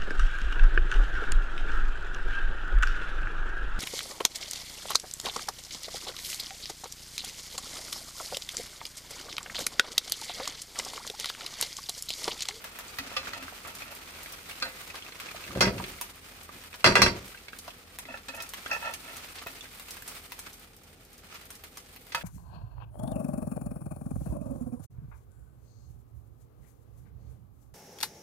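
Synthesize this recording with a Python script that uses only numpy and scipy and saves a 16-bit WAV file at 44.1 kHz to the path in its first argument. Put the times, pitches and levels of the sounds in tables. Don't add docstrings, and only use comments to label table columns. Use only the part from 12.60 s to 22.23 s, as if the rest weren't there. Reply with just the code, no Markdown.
import sys
import numpy as np
from scipy import signal
from scipy.fft import rfft, irfft, next_fast_len
from scipy.io import wavfile
from scipy.ndimage import uniform_filter1d

SR = 44100
rng = np.random.default_rng(int(sys.argv[2]) if len(sys.argv) > 2 else 0)


def gain_from_decibels(decibels):
    exponent = np.asarray(decibels, float) / 20
    return 10 ** exponent


def to_wav(s):
    ch = np.atleast_2d(s).T
    pcm = np.round(np.clip(ch, -1, 1) * 32767)
    wavfile.write(sys.argv[1], SR, pcm.astype(np.int16))


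N = 424683
PAN_MOVES = slice(round(2.8 * SR), round(5 * SR))

# time in seconds, fizz level in dB.
FRY = [(0.0, -55), (0.27, -53), (2.17, -51.5), (2.68, -54.5), (3.16, -48.5), (3.62, -55), (4.21, -57),
       (4.56, -55.5), (5.07, -58), (5.58, -60), (5.95, -52), (7.59, -52.5), (8.2, -61.5), (8.53, -63),
       (8.85, -57.5), (9.33, -59), (9.63, -56.5)]
# pitch in Hz, level in dB, 60 dB decay in seconds.
STOVE = [(74.87, -3.5, 0.3), (121.8, 1.5, 0.45), (198.4, 6, 0.37), (257, 4, 0.21), (285.6, -7, 0.42),
         (360.7, 5.5, 0.27), (513, 1.5, 0.2), (700, -4, 0.11)]
# pitch in Hz, level in dB, 60 dB decay in seconds.
PINCHED = [(90, -11, .12), (890, -16, 0.09), (1340, -4, 0.05), (1930, 6, 0.036), (2540, -3, 0.046),
           (3112, -12, 0.046), (4420, 3, 0.03), (5250, -12, .03)]
TAPPED = [(528, -11, 0.22), (1203, 0, 0.084), (1485, -8, 0.14), (1930, -3, .09), (2450, 0, 0.1),
          (2650, -3, 0.18), (3020, 5, .045), (3400, 1, .05), (4177, -7, 0.22), (4603, 0, .05),
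          (5250, 0, 0.076)]
OPEN = [(520, -14, 0.41), (793, -10.5, .15), (1250, 0, .08), (1380, -2, 0.086), (1480, -3, 0.19),
        (1583, -2, 0.14), (2035, -14, 0.84), (2420, -2, 0.11), (2659, -8, .1), (3150, -12, .12),
        (4177, 2.5, 0.16), (4700, -3, .09), (256, -12, .13), (5300, -2, .05)]
DROPPED = [(150, -16, 0.13), (525, -14.5, 0.2), (890, -8, 0.16), (940, -4, 0.16), (1275, 7, 0.053),
           (1320, -7, 0.1), (1520, -10, .2), (1716, 2, 0.065), (2060, 0, .05), (2560, 1.5, 0.086),
           (4150, -14, .05), (4650, -8, .12), (5300, -5, .08), (6250, -11, .05)]
# pitch in Hz, level in dB, 60 dB decay in seconds.
LEAVING = [(520, -5, 0.2), (900, -9, 0.18), (1310, -6, 0.26), (1475, -6, 0.22), (2007, -9, .1),
           (2090, 4, 0.046), (2420, -9, .1), (3330, -10, .1), (4500, -7, 0.12), (4620, -1, 0.12),
           (5220, -6, .15), (5320, -7, 0.15), (6400, -12, .12)]
FIRST_PRONG = [(649, -2, 0.24), (954, -6.5, 0.26), (1126, -1.5, 0.19), (1331, -3, .17), (1765, 1, 0.15),
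               (1957, 6.5, 0.084), (2085, 6.5, 0.091), (2580, 1, 0.078), (2770, 2.5, 0.087),
               (3470, -5, 0.11), (4430, -14, 0.14), (4640, -4, .13), (4920, -28, 0.064), (5566, -26, 0.073)]
SECOND_PRONG = [(889, -15, .2), (950, -6, 0.14), (1600, -4, 0.084), (2020, 4, .07), (2400, -5, 0.14),
                (2730, -4.5, 0.16), (3290, -5, 0.05), (4120, -12, 0.055), (4740, -16, 0.15),
                (5039, -8, 0.055), (5500, -8, 0.049)]
THIRD_PRONG = [(668, -18, 0.12), (1076, -10, .1), (1373, 1.5, 0.061), (1920, -7.5, 0.18), (2010, -10, .2),
               (2360, -14, 0.14), (2659, -6, .15), (3320, -2.5, .08), (4080, -7, 0.18), (4177, -17, 0.13),
               (4410, -6, 0.09), (4810, -8, 0.15), (5416, -13, 0.12), (5620, -9, 0.057)]


def rms_one(x):
    return x / np.sqrt(np.mean(x ** 2) + 1e-20)


def in_time(rows):
    s, *columns = np.transpose(rows)
    return [np.interp(np.arange(N) / SR, s, column) for column in columns]


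def at_hz(points, hz):
    point_hz, point_level = np.transpose(points)
    return np.interp(np.log(hz + 1), np.log(point_hz), point_level)


def coloured(x, spectrum):
    size = next_fast_len(N)
    hz = np.arange(size // 2 + 1) * SR / size
    shaped = rfft(x, size) * gain_from_decibels(at_hz(spectrum, hz))
    return rms_one(irfft(shaped, size)[..., :N])


def band(x, low_hz, high_hz):
    sos = signal.butter(2, [low_hz, min(high_hz, .45 * SR)], "band", fs=SR, output="sos")
    return signal.sosfilt(sos, x + 1e-18)


def drift(rate):
    r = np.exp(-80 * np.pi * rate / SR)
    slow = signal.lfilter([1], [1, -2 * r, r * r], rng.standard_normal(N // 40 + 2002))[2000:]
    return np.interp(np.arange(N) / 40, np.arange(len(slow)), rms_one(slow))


def ring(clicks, hz, t60):
    r, w = gain_from_decibels(-60 / (t60 * SR)), 2 * np.pi * hz / SR
    return signal.lfilter([0, np.sin(w)], [1, -2 * r * np.cos(w), r * r], clicks + 1e-18)


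def clicks_at(times, db):
    train = np.zeros(N)
    at = np.minimum(np.round(np.asarray(times) * SR).astype(int), N - 1)
    np.add.at(train, at, gain_from_decibels(db))
    return train


def dying(train, t60):
    return signal.lfilter([1], [1, -gain_from_decibels(-60 / (t60 * SR))], train + 1e-18)


def grains(per_s, spread_db):
    sizes = gain_from_decibels(spread_db * np.minimum(rng.exponential(1, N), 5)) * rng.choice([-1, 1], N)
    return sizes * (rng.random(N) < per_s / SR)


def swells(rows, depth_db):
    t, out = np.arange(N) / SR, np.zeros(N)
    for s, db, rise, fall in rows:
        during = slice(max(round((s - rise) * SR), 0), round((s + fall) * SR))
        shape_db = np.interp(t[during], [s - rise, s, s + fall], [-depth_db, 0, -depth_db])
        out[during] += gain_from_decibels(db + shape_db)
    return uniform_filter1d(out, size=130)


def ringing(s, db, rise, modes):
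    out, t = np.zeros(N + SR), np.arange(SR // 2) / SR
    phase = rng.random(14)
    sines = sum(gain_from_decibels(mode_db - 60 * t / t60) * np.sin(2 * np.pi * (hz * t + p))
                for (hz, mode_db, t60), p in zip(modes, phase))
    out[round(s * SR):][:len(t)] = gain_from_decibels(db) * np.minimum(t / max(rise, 1e-4), 1) * sines
    return out[:N]


def struck(s, db, modes, level_db):
    luck = 2 * rng.standard_normal((len(s), len(modes)))
    out = 0
    for k, (hz, mode_db, t60) in enumerate(modes):
        blows = clicks_at(s, db + level_db + mode_db + luck[:, k])
        out = out + ring(blows[PAN_MOVES], hz, t60)
    return out


def pair(make):
    # pitch in Hz, left-right likeness from 0 to 1.
    likeness = [(60, 0.97), (180, 0.84), (550, 0.68), (1650, 0.088), (4970, 0.017), (15000, 0.0)]
    size = next_fast_len(N)
    alike = np.clip(at_hz(likeness, np.arange(size // 2 + 1) * SR / size), -1, 1)
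    mid = np.sqrt(1 + alike) * rfft(make(), size)
    side = np.sqrt(1 - alike) * rfft(make(), size)
    return irfft(np.array([mid + side, mid - side]), size)[:, :N] / np.sqrt(2)


def frying():
    # pitch in # Hz, level in dB per Hz.
    fizz_colour = [(1470, -8.5), (2500, 0.5), (2660, -15), (2880, -2.5), (3920, -4.5), (4580, -4),
                   (6150, -10.5), (8100, -5.5), (8750, 0), (9440, -7), (12700, -6), (15200, -4.5),
                   (15850, 0), (16050, -70)]
    simmer_colour = [(210, -7), (350, -6), (577, -7), (917, -5), (1030, -5), (1260, 0.5), (1680, -3.5),
                     (2550, -2), (2770, -4.5), (6000, -10.5), (7800, -14.5), (13200, -120)]
    # peak in seconds, level in dB, build-up and die-away in seconds.
    jolts = [
        (0.66, -52.5, 0.26, 0.28),
        (2.66, -57, 0.53, 0.34),
        (6.08, -60, 0.85, 0.74),
        (4.41, -42.5, 0.11, 0.24),
        (6.8, -56, 0.32, 0.16),
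        (7.87, -55, 0.018, 0.024),
        (8.75, -57.5, 0.17, 0.16),
    ]
    fizz_db, = in_time(FRY)
    middle_db = fizz_db.mean()
    setting_db = -0.7027 * np.arange(N) / SR
    simmer_db = middle_db + 0.92 * (fizz_db - middle_db) + 2.5 + setting_db
    gust = 1.4 * drift(11) + 1.9 * drift(35)
    fizz = coloured(pair(lambda: grains(9000, 1.2)) * gain_from_decibels(gust), fizz_colour)
    simmer = coloured(pair(lambda: grains(2500, 1.0)) * gain_from_decibels(0.81 * gust + 1.6 * drift(32)), simmer_colour)
    simmer *= gain_from_decibels(simmer_db) + swells(jolts, depth_db=18.5)
    fizz_gain = gain_from_decibels(fizz_db + 2.0 + np.array([[-.3], [.3]]))
    simmer_gain = gain_from_decibels(3.5 + np.array([[-.6], [.6]]))
    return fizz_gain * fizz + simmer_gain * simmer


def spits():
    # time in seconds, peak in dB.
    wet_spits = [(0.042, -22), (0.1883, -19.5), (0.6704, -35), (1.074, -25), (1.313, -30), (1.897, -28.5),
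                 (2.277, -27.5), (4.0382, -28.5), (5.387, -21), (5.748, -27.5), (6.567, -25.5),
                 (6.719, -32), (6.87, -23.5), (7.197, -25.5), (7.284, -28.5), (7.368, -27.5),
                 (7.4776, -22.5), (7.72, -21), (7.791, -23.5), (8.744, -32), (8.814, -34), (8.904, -25.5),
                 (9.0383, -26), (9.172, -25), (9.3619, -29), (9.468, -34)]
    dry_pops = [(1.151, -26.5), (1.351, -26.5), (1.632, -25.5), (1.723, -25), (1.96, -39), (2.714, -33),
                (3.1632, -32), (3.319, -33), (3.832, -30), (4.157, -29.5), (4.6795, -32.5), (4.987, -25.5),
                (5.7654, -28.5), (5.822, -21), (5.891, -25.5), (6.338, -23.5), (6.915, -31), (7.3073, -24),
                (7.422, -27.5), (7.9304, -31), (7.997, -37), (8.165, -34), (8.235, -37), (8.45, -39),
                (8.53, -33.5), (8.58, -33), (8.855, -33), (8.9526, -33)]
    # time in seconds, peak in dB, body against the crack in dB.
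    ticks = [(0.3862, -21, -6.5), (0.568, -32.5, 8), (0.7333, -35, 0), (0.827, -27.5, -6),
             (2.0243, -49, -12), (2.601, -24.5, -6), (3.0087, -16, 2), (2.355, -30.5, 1.5),
             (3.4121, -13.5, -12.5), (3.4135, -25, -12.5), (5.9362, -22.5, -9), (5.8032, -33, 0),
             (4.1417, -40, 5.5), (4.2445, -18, 1), (4.354, -24, 4), (4.4192, -14.5, 1), (5.079, -38.5, 3),
             (5.574, -33, -4), (5.684, -34, 1), (6.129, -28.5, -6), (6.7854, -44, 7), (9.5232, -38.5, 3.5),
             (9.5477, -18.5, -5)]
    wet = [(*row, -10.5) for row in wet_spits]
    dry_ones = [(*row, -32) for row in dry_pops]
    s, db, body_db = np.transpose(wet + dry_ones + ticks)
    fine_db = 2.5 * rng.standard_normal(len(s))
    spray = rms_one(grains(8000, 3.4))
    coarse, fine = clicks_at(s, db - fine_db), clicks_at(s, db + fine_db)
    body = clicks_at(s, db + body_db)
    top = band(gain_from_decibels(-1.0) * coarse + gain_from_decibels(-11.0) * dying(coarse, 0.034) * spray, 3740, 12500)
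    top += gain_from_decibels(4) * band(fine, 9500, 17000)
    top += gain_from_decibels(-15.0) * band(gain_from_decibels(2.0) * dying(fine, 0.017) * spray, 10600, 15200)
    return top + band(gain_from_decibels(17.5) * body + gain_from_decibels(2.0) * dying(body, 0.04) * spray, 720, 5010)


def small_spits():
    dull = band(grains(40, 3.5), 1400, 7400)
    thin = band(grains(60, 3.5), 9100, 15000)
    return gain_from_decibels(in_time(FRY)[0]) * (gain_from_decibels(18.5) * dull + gain_from_decibels(14.0) * thin)


def taps():
    # time in seconds, peak in dB, pitch of the
    # contact in Hz.
    knocks = [(0.516, -36, 815), (0.671, -27, 1580), (0.881, -30, 1400), (0.924, -36.5, 740),
              (1.066, -34, 1330), (1.22, -29, 2480), (1.896, -32.5, 2600), (2.343, -33.5, 1150),
              (2.599, -32, 2460), (2.687, -31.5, 2460), (2.878, -31.5, 2160), (2.961, -28, 550),
              (3.199, -28, 900), (3.24, -24.5, 2380), (4.129, -32, 2400), (4.745, -34.5, 1680),
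              (4.883, -32, 2370), (4.931, -32.5, 1530), (5.079, -30.5, 826), (5.453, -33.5, 2090),
              (5.685, -32, 4600), (2.012, -33, 2400), (6.06, -25, 1690), (6.337, -28.5, 3080),
              (6.864, -31.5, 890), (7.422, -35, 1810), (7.72, -32, 2620), (9.037, -37, 2320),
              (9.52, -34, 2480),
              (0.2808, -35, 4600), (0.631, -36, 1390), (1.049, -35, 1330), (1.5384, -37, 2560),
            (1.6598, -30, 2300), (1.9116, -30, 2970), (2.2996, -34, 2570), (2.3501, -41, 1110),
            (2.4227, -33, 3240), (2.464, -33, 2640), (2.5216, -34, 2340), (2.8388, -33, 2590),
            (2.907, -35, 1270), (3.1807, -28.5, 2540), (3.385, -38, 2300), (4.69, -44, 400),
            (3.8906, -35, 1150), (4.206, -40, 3000), (4.7736, -38, 2620), (5.1044, -35.5, 3200),
            (2.745, -37, 700), (6.8184, -39, 1110), (7.008, -33, 3720), (7.0543, -36.5, 2060),
            (7.8713, -37, 1600), (9.6105, -33, 1740)]
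    out, rows = np.zeros(N), knocks
    t = np.arange(round(.06 * SR)) / SR
    contact = rng.standard_normal((len(rows), len(t))) * gain_from_decibels(-60 * t / 0.026)
    for (s, db, hz), kick in zip(rows, contact):
        at = round(s * SR)
        knock = ring(kick, hz, 0.006) + gain_from_decibels(16.5) * band(kick, 0.67 * hz, 1.63 * hz)
        out[at:at + len(kick)] += gain_from_decibels(db + 1.0) * (knock / np.abs(knock).max())[:N - at]
    return out


def scrape():
    # peak in seconds, friction in dB, build-up in seconds,
    # die-away in seconds, flexing of the whole pan against the friction in dB.
    drags = [(.24, -42, 0.22, 0.018, -21), (.42, -48, 0.026, 0.064, 5), (.555, -37, 0.13, 0.012, -15),
             (.605, -45.5, 0.016, 0.065, -4), (0.747, -34.5, 0.052, 0.13, -10),
             (1.072, -35.5, 0.032, 0.055, -21), (1.3, -42.5, 0.21, 0.16, -12),
             (2.063, -31, 0.033, 0.031, -9), (2.366, -42, 0.086, 0.011, -32), (5.5, -37, 0.042, 0.1, -7.5),
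             (5.79, -34.5, .11, 0.086, -11), (6.136, -28.5, 0.057, 0.031, -24),
             (6.254, -29, 0.071, 0.098, -24), (6.5, -35, 0.066, .06, -13), (6.862, -47.5, 0.03, 0.14, -5),
             (9.565, -46, .01, .1, -16)]
    # time in seconds, peak in dB, brightness in dB per octave.
    jumps_over_ribs = [(0.045, -34, -2), (1.319, -36, -6), (5.483, -33.5, -10), (5.502, -43, -11),
                       (5.539, -29, -7), (5.685, -26.5, -9), (5.736, -31, -10), (5.773, -31.5, -9),
                       (5.801, -40, 7), (6.112, -21, 3.5), (6.126, -30, 10), (6.141, -25, 2.5),
                       (6.162, -29, -7), (6.222, -30, -11), (6.24, -29, 2), (6.264, -30, -9),
                       (6.29, -32, -7), (6.318, -41, -8), (6.489, -45, 5), (6.866, -29, -7),
                       (9.57, -33, -11)]
    # pitch in Hz, width in Hz, level in dB.
    pan_floor = [(528, 35, -13), (670, 50, -9), (790, 50, -5), (880, 50, -2), (945, 50, -7), (1310, 50, -2),
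                 (1385, 50, 1), (1760, 50, 1), (1900, 60, -2), (2560, 50, 4), (2660, 55, -2),
                 (4650, 200, -8), (5300, 200, -9), (6350, 150, -13)]
    slips = rms_one(grains(2500, 2.5) * gain_from_decibels(2.0 * drift(60)))
    drag = swells([row[:4] for row in drags], depth_db=15.0) * slips
    flexing = swells([(s, db + flex_db, rise, fall) for s, db, rise, fall, flex_db in drags], depth_db=5.5)
    s, db, tilt_db = np.transpose(jumps_over_ribs)
    sound = gain_from_decibels(-3) * band(drag, 600, 3200)
    for k, (hz, width, mode_db) in enumerate(pan_floor):
        octaves = np.log2(hz / 1400)
        jumps = dying(clicks_at(s, db + np.clip(tilt_db, -5, 6) * octaves), 0.034) * slips
        force = gain_from_decibels(-34.5 - 3.5 * octaves) * drag + gain_from_decibels(-28.5) * jumps
        sound += gain_from_decibels(mode_db) * (-1) ** k * ring(force, hz, 1.9 / width)
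    return sound + gain_from_decibels(-6.5) * flexing * rms_one(ring(slips, hz=262, t60=0.15))


def clacks():
    # time in seconds, peak in dB, rise in seconds, crack against the ring in dB, blade modes.
    blade_hits = [
        (0.3855, -30.5, 0.00088, -2, PINCHED),
        (0.3993, -39, .001, -2, PINCHED),
        (0.5651, -29, .001, 2, TAPPED),
        (0.7334, -35.5, .001, 2, PINCHED),
        (2.0206, -29, 0.0042, 7.5, OPEN),
        (9.5465, -28.5, 0.0012, 3, DROPPED),
    ]
    s, db, crack_db = np.transpose([(s + rise, db, crack_db) for s, db, rise, crack_db, modes in blade_hits])
    burst = dying(clicks_at(s, db + crack_db + 4.5), .035) * rng.standard_normal(N)
    crack = band(burst, 1000, 4500)
    return crack + sum(ringing(s, db, rise, modes) for s, db, rise, crack_db, modes in blade_hits)


def pan_rings():
    # time in seconds, peak in dB, rise in seconds, pan modes.
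    rings = [
        (3.0078, -23, 0.0011, LEAVING),
        (3.0688, -40, .001, FIRST_PRONG),
        (4.2432, -23, 0.00087, FIRST_PRONG),
        (4.2598, -23, 0.00081, THIRD_PRONG),
        (4.3535, -19.5, 0.0011, SECOND_PRONG),
        (4.393, -30, .001, SECOND_PRONG),
        (4.4178, -19.5, 0.00092, THIRD_PRONG),
        (4.462, -35, .003, FIRST_PRONG),
    ]
    return gain_from_decibels(3.0 * drift(79)) * sum(ringing(*row) for row in rings)


def clanks():
    # time in seconds, peak in dB, thud in dB, top in dB,
    # upper prong modes against lower in dB.
    hits = [(2.952, -34, -60, -62, -8), (2.98, -34, -60, -63, -9), (3.023, -17.5, -47, -57, -14),
            (3.054, -22.5, -50, -56, -5), (4.273, -17.5, -50, -47, -6), (4.287, -23, -50, -52, -15),
            (4.303, -26, -50, -52, -11), (4.322, -27, -50, -54, -10), (4.368, -19, -50, -56, -10),
            (4.379, -27, -50, -52, -11), (4.404, -30, -50, -60, -11), (4.431, -26, -52, -52, -8),
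            (4.48, -26, -46, -55, -8), (3.0072, -16.5, -27.5, -29.5, 4.5), (3.038, -27, -28, -64, -9),
            (3.075, -27, -28, -63, -11), (4.243, -8.5, -30, -25, -11), (4.261, -11.5, -20, -39, 3),
            (4.3541, -10.5, -36, -34.5, -5), (4.392, -26, -23.5, -58, -23),
            (4.418, -11.5, -22.5, -22.5, -4), (4.462, -17, -43, -54, -18)]
    # pitch in Hz, level in dB, 60 dB decay in seconds.
    low_prongs = [(936, -9.5, 0.13), (1110, -34, 0.044), (1390, -12, 0.057), (1580, 5.5, 0.01),
                  (2040, -2, 0.0094), (2090, -4.5, 0.012), (2464, 1, 0.018), (3280, -9, 0.02)]
    middle_prongs = [(4060, -5, .05), (4150, -4, .05), (4380, -4, .05), (4450, -2, .07), (4565, -2, .08),
                     (4650, -4, .06), (4730, -5, .06), (4850, -4, .05)]
    upper_prongs = [(5180, -4, .05), (5260, -3, .06), (5340, -1, .09), (5450, -7, .04), (5620, -3, .04),
                    (7200, -13, .015), (8700, -10, .012)]
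    s, db, thud_db, top_db, upper_db = np.transpose(hits)
    rattle = rms_one(grains(7000, 2.1))

    def chatter(level_db, t60):
        return (dying(clicks_at(s, level_db), t60) * rattle)[PAN_MOVES]

    blows, bright = chatter(db, .07), chatter(top_db, .14)
    upper = chatter(top_db + upper_db, .14)
    driven = ((blows, low_prongs, -34), (bright, middle_prongs, -22), (upper, upper_prongs, -22))
    prongs = sum(gain_from_decibels(level_db + mode_db) * ring(force, hz, t60)
                 for force, modes, level_db in driven for hz, mode_db, t60 in modes)
    crash = band(blows, 254, 2560) + gain_from_decibels(1.0) * band(bright, 8600, 9000)
    crash += gain_from_decibels(-7.0) * band(bright, 6800, 7400) + gain_from_decibels(-24.0) * band(bright, 9800, 15500)
    crash += gain_from_decibels(3.5) * band(chatter(db, 0.01), 800, 3000)
    return prongs + crash + struck(s, thud_db, STOVE, level_db=-10.0)


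def bumps():
    # time in seconds, level in dB.
    soft_hits = [(2.959, -24), (2.974, -20.5), (3.018, -27), (3.053, -30), (3.07, -18.5), (3.085, -26),
                 (4.275, -19), (4.287, -32), (4.316, -30), (4.439, -25)]
    s, db = np.transpose(soft_hits)
    damped = [(hz, mode_db, 0.22 * t60) for hz, mode_db, t60 in STOVE[1:]]
    return struck(s, db, damped, level_db=-12.0)


def rumble():
    # peak in seconds, rumble in dB, build-up in seconds, die-away in seconds.
    shakes = [
        (2.965, -28.5, 0.03, 0.2),
        (3.03, -35, .04, 0.14),
        (3.085, -28.5, .05, 0.42),
        (3.966, -45.5, 0.095, .08),
        (4.262, -20, 0.016, 0.32),
        (4.425, -22, 0.02, 0.28),
        (2.925, -36, 0.1, .1),
    ]
    drag = (grains(1500, 1.5) * gain_from_decibels(1.5 * drift(25)))[PAN_MOVES]
    shaken = sum(gain_from_decibels(db) * ring(drag, hz, 0.16 * t60) for hz, db, t60 in STOVE)
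    return gain_from_decibels(-3.5) * swells(shakes, depth_db=33.5)[PAN_MOVES] * rms_one(shaken)


def kitchen_air():
    # pitch in Hz, level in dB per Hz.
    air_colour = [(13, -22.5), (22, -14), (85, -6), (134, -10.5), (270, -9), (312, -14.5), (512, -11),
                  (567, -19.5), (821, -15.5), (1010, -34.5), (1950, -26), (2250, -37), (3000, -46),
                  (3900, -67), (6600, -120)]
    # pitch in Hz, rms level in dB.
    motors = [(42, -64), (77.5, -70.5), (81.5, -68)]
    t, hum = np.arange(N) / SR, 0
    for hz, db in motors:
        level = np.sqrt(2) * gain_from_decibels(db + 0.63 * drift(3.4))
        hum = hum + level * np.sin(2 * np.pi * (hz * t + rng.random()))
    return gain_from_decibels(-58.5) * coloured(pair(lambda: rng.standard_normal(N)), air_colour) + hum


def space(x, near_db, room_db):
    near_t60_s, room_t60_s = 0.041, 0.24
    t = np.arange(round(.5 * SR)) / SR
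    noise = rng.standard_normal((2, len(t)))
    mid, side = signal.lfilter(*signal.butter(2, 350, "high", fs=SR), noise)
    side = signal.lfilter(*signal.butter(1, 700, "high", fs=SR), side) * gain_from_decibels(4.0)
    shape = gain_from_decibels(near_db - 60 * t / near_t60_s) * (t > .001)
    shape += gain_from_decibels(room_db - 60 * t / room_t60_s) * (t > .006)
    low_pass = signal.cheby2(10, 50, 16100, fs=SR, output="sos")
    echoes = signal.sosfilt(low_pass, np.array([mid + side, mid - side]) * shape)
    return x + signal.fftconvolve(x * np.ones((2, 1)), echoes, axes=1)[:, :N]


def scene():
    tongs = clacks()
    metal = taps() + scrape() + .5 * tongs + pan_rings()
    metal[PAN_MOVES] += band(clanks() + rumble() + bumps(), 45, 16000)
    shadowed = metal - 0.31 * band(metal, 750, 8700)
    metal = np.array([shadowed, np.roll(metal, 5)])
    metal[:, PAN_MOVES] += gain_from_decibels(-19.5) * rumble() * [[1], [-1]]
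    fat = space(spits() + small_spits(), near_db=-26.5, room_db=-36.5)
    metal = space(metal, near_db=-27.0, room_db=-41.5)
    direct_tongs = gain_from_decibels(np.array([[-8.0], [-5.0]])) * np.array([tongs, np.roll(tongs, 5)])
    return frying() + fat + metal + kitchen_air() + direct_tongs


def top_cut(x):
    return signal.sosfilt(signal.butter(12, 16960, fs=SR, output="sos"), x)


def record(dry):
    x = signal.sosfilt(signal.butter(6, 37, "high", fs=SR, output="sos"), dry)
    x = .95 * np.tanh(x / .95)
    x = signal.sosfilt(signal.cheby2(10, 50, 16950, fs=SR, output="sos"), x)
    body = signal.sosfiltfilt(signal.cheby2(8, 30, 16050, fs=SR, output="sos"), x)
    edge = x - body
    power = uniform_filter1d(np.sum(edge ** 2, axis=0), size=256)
    mix = body + edge * uniform_filter1d(1. * (power > 3e-6), size=128)
    return top_cut(mix)


dry = scene()
out = record(dry)
to_wav(out)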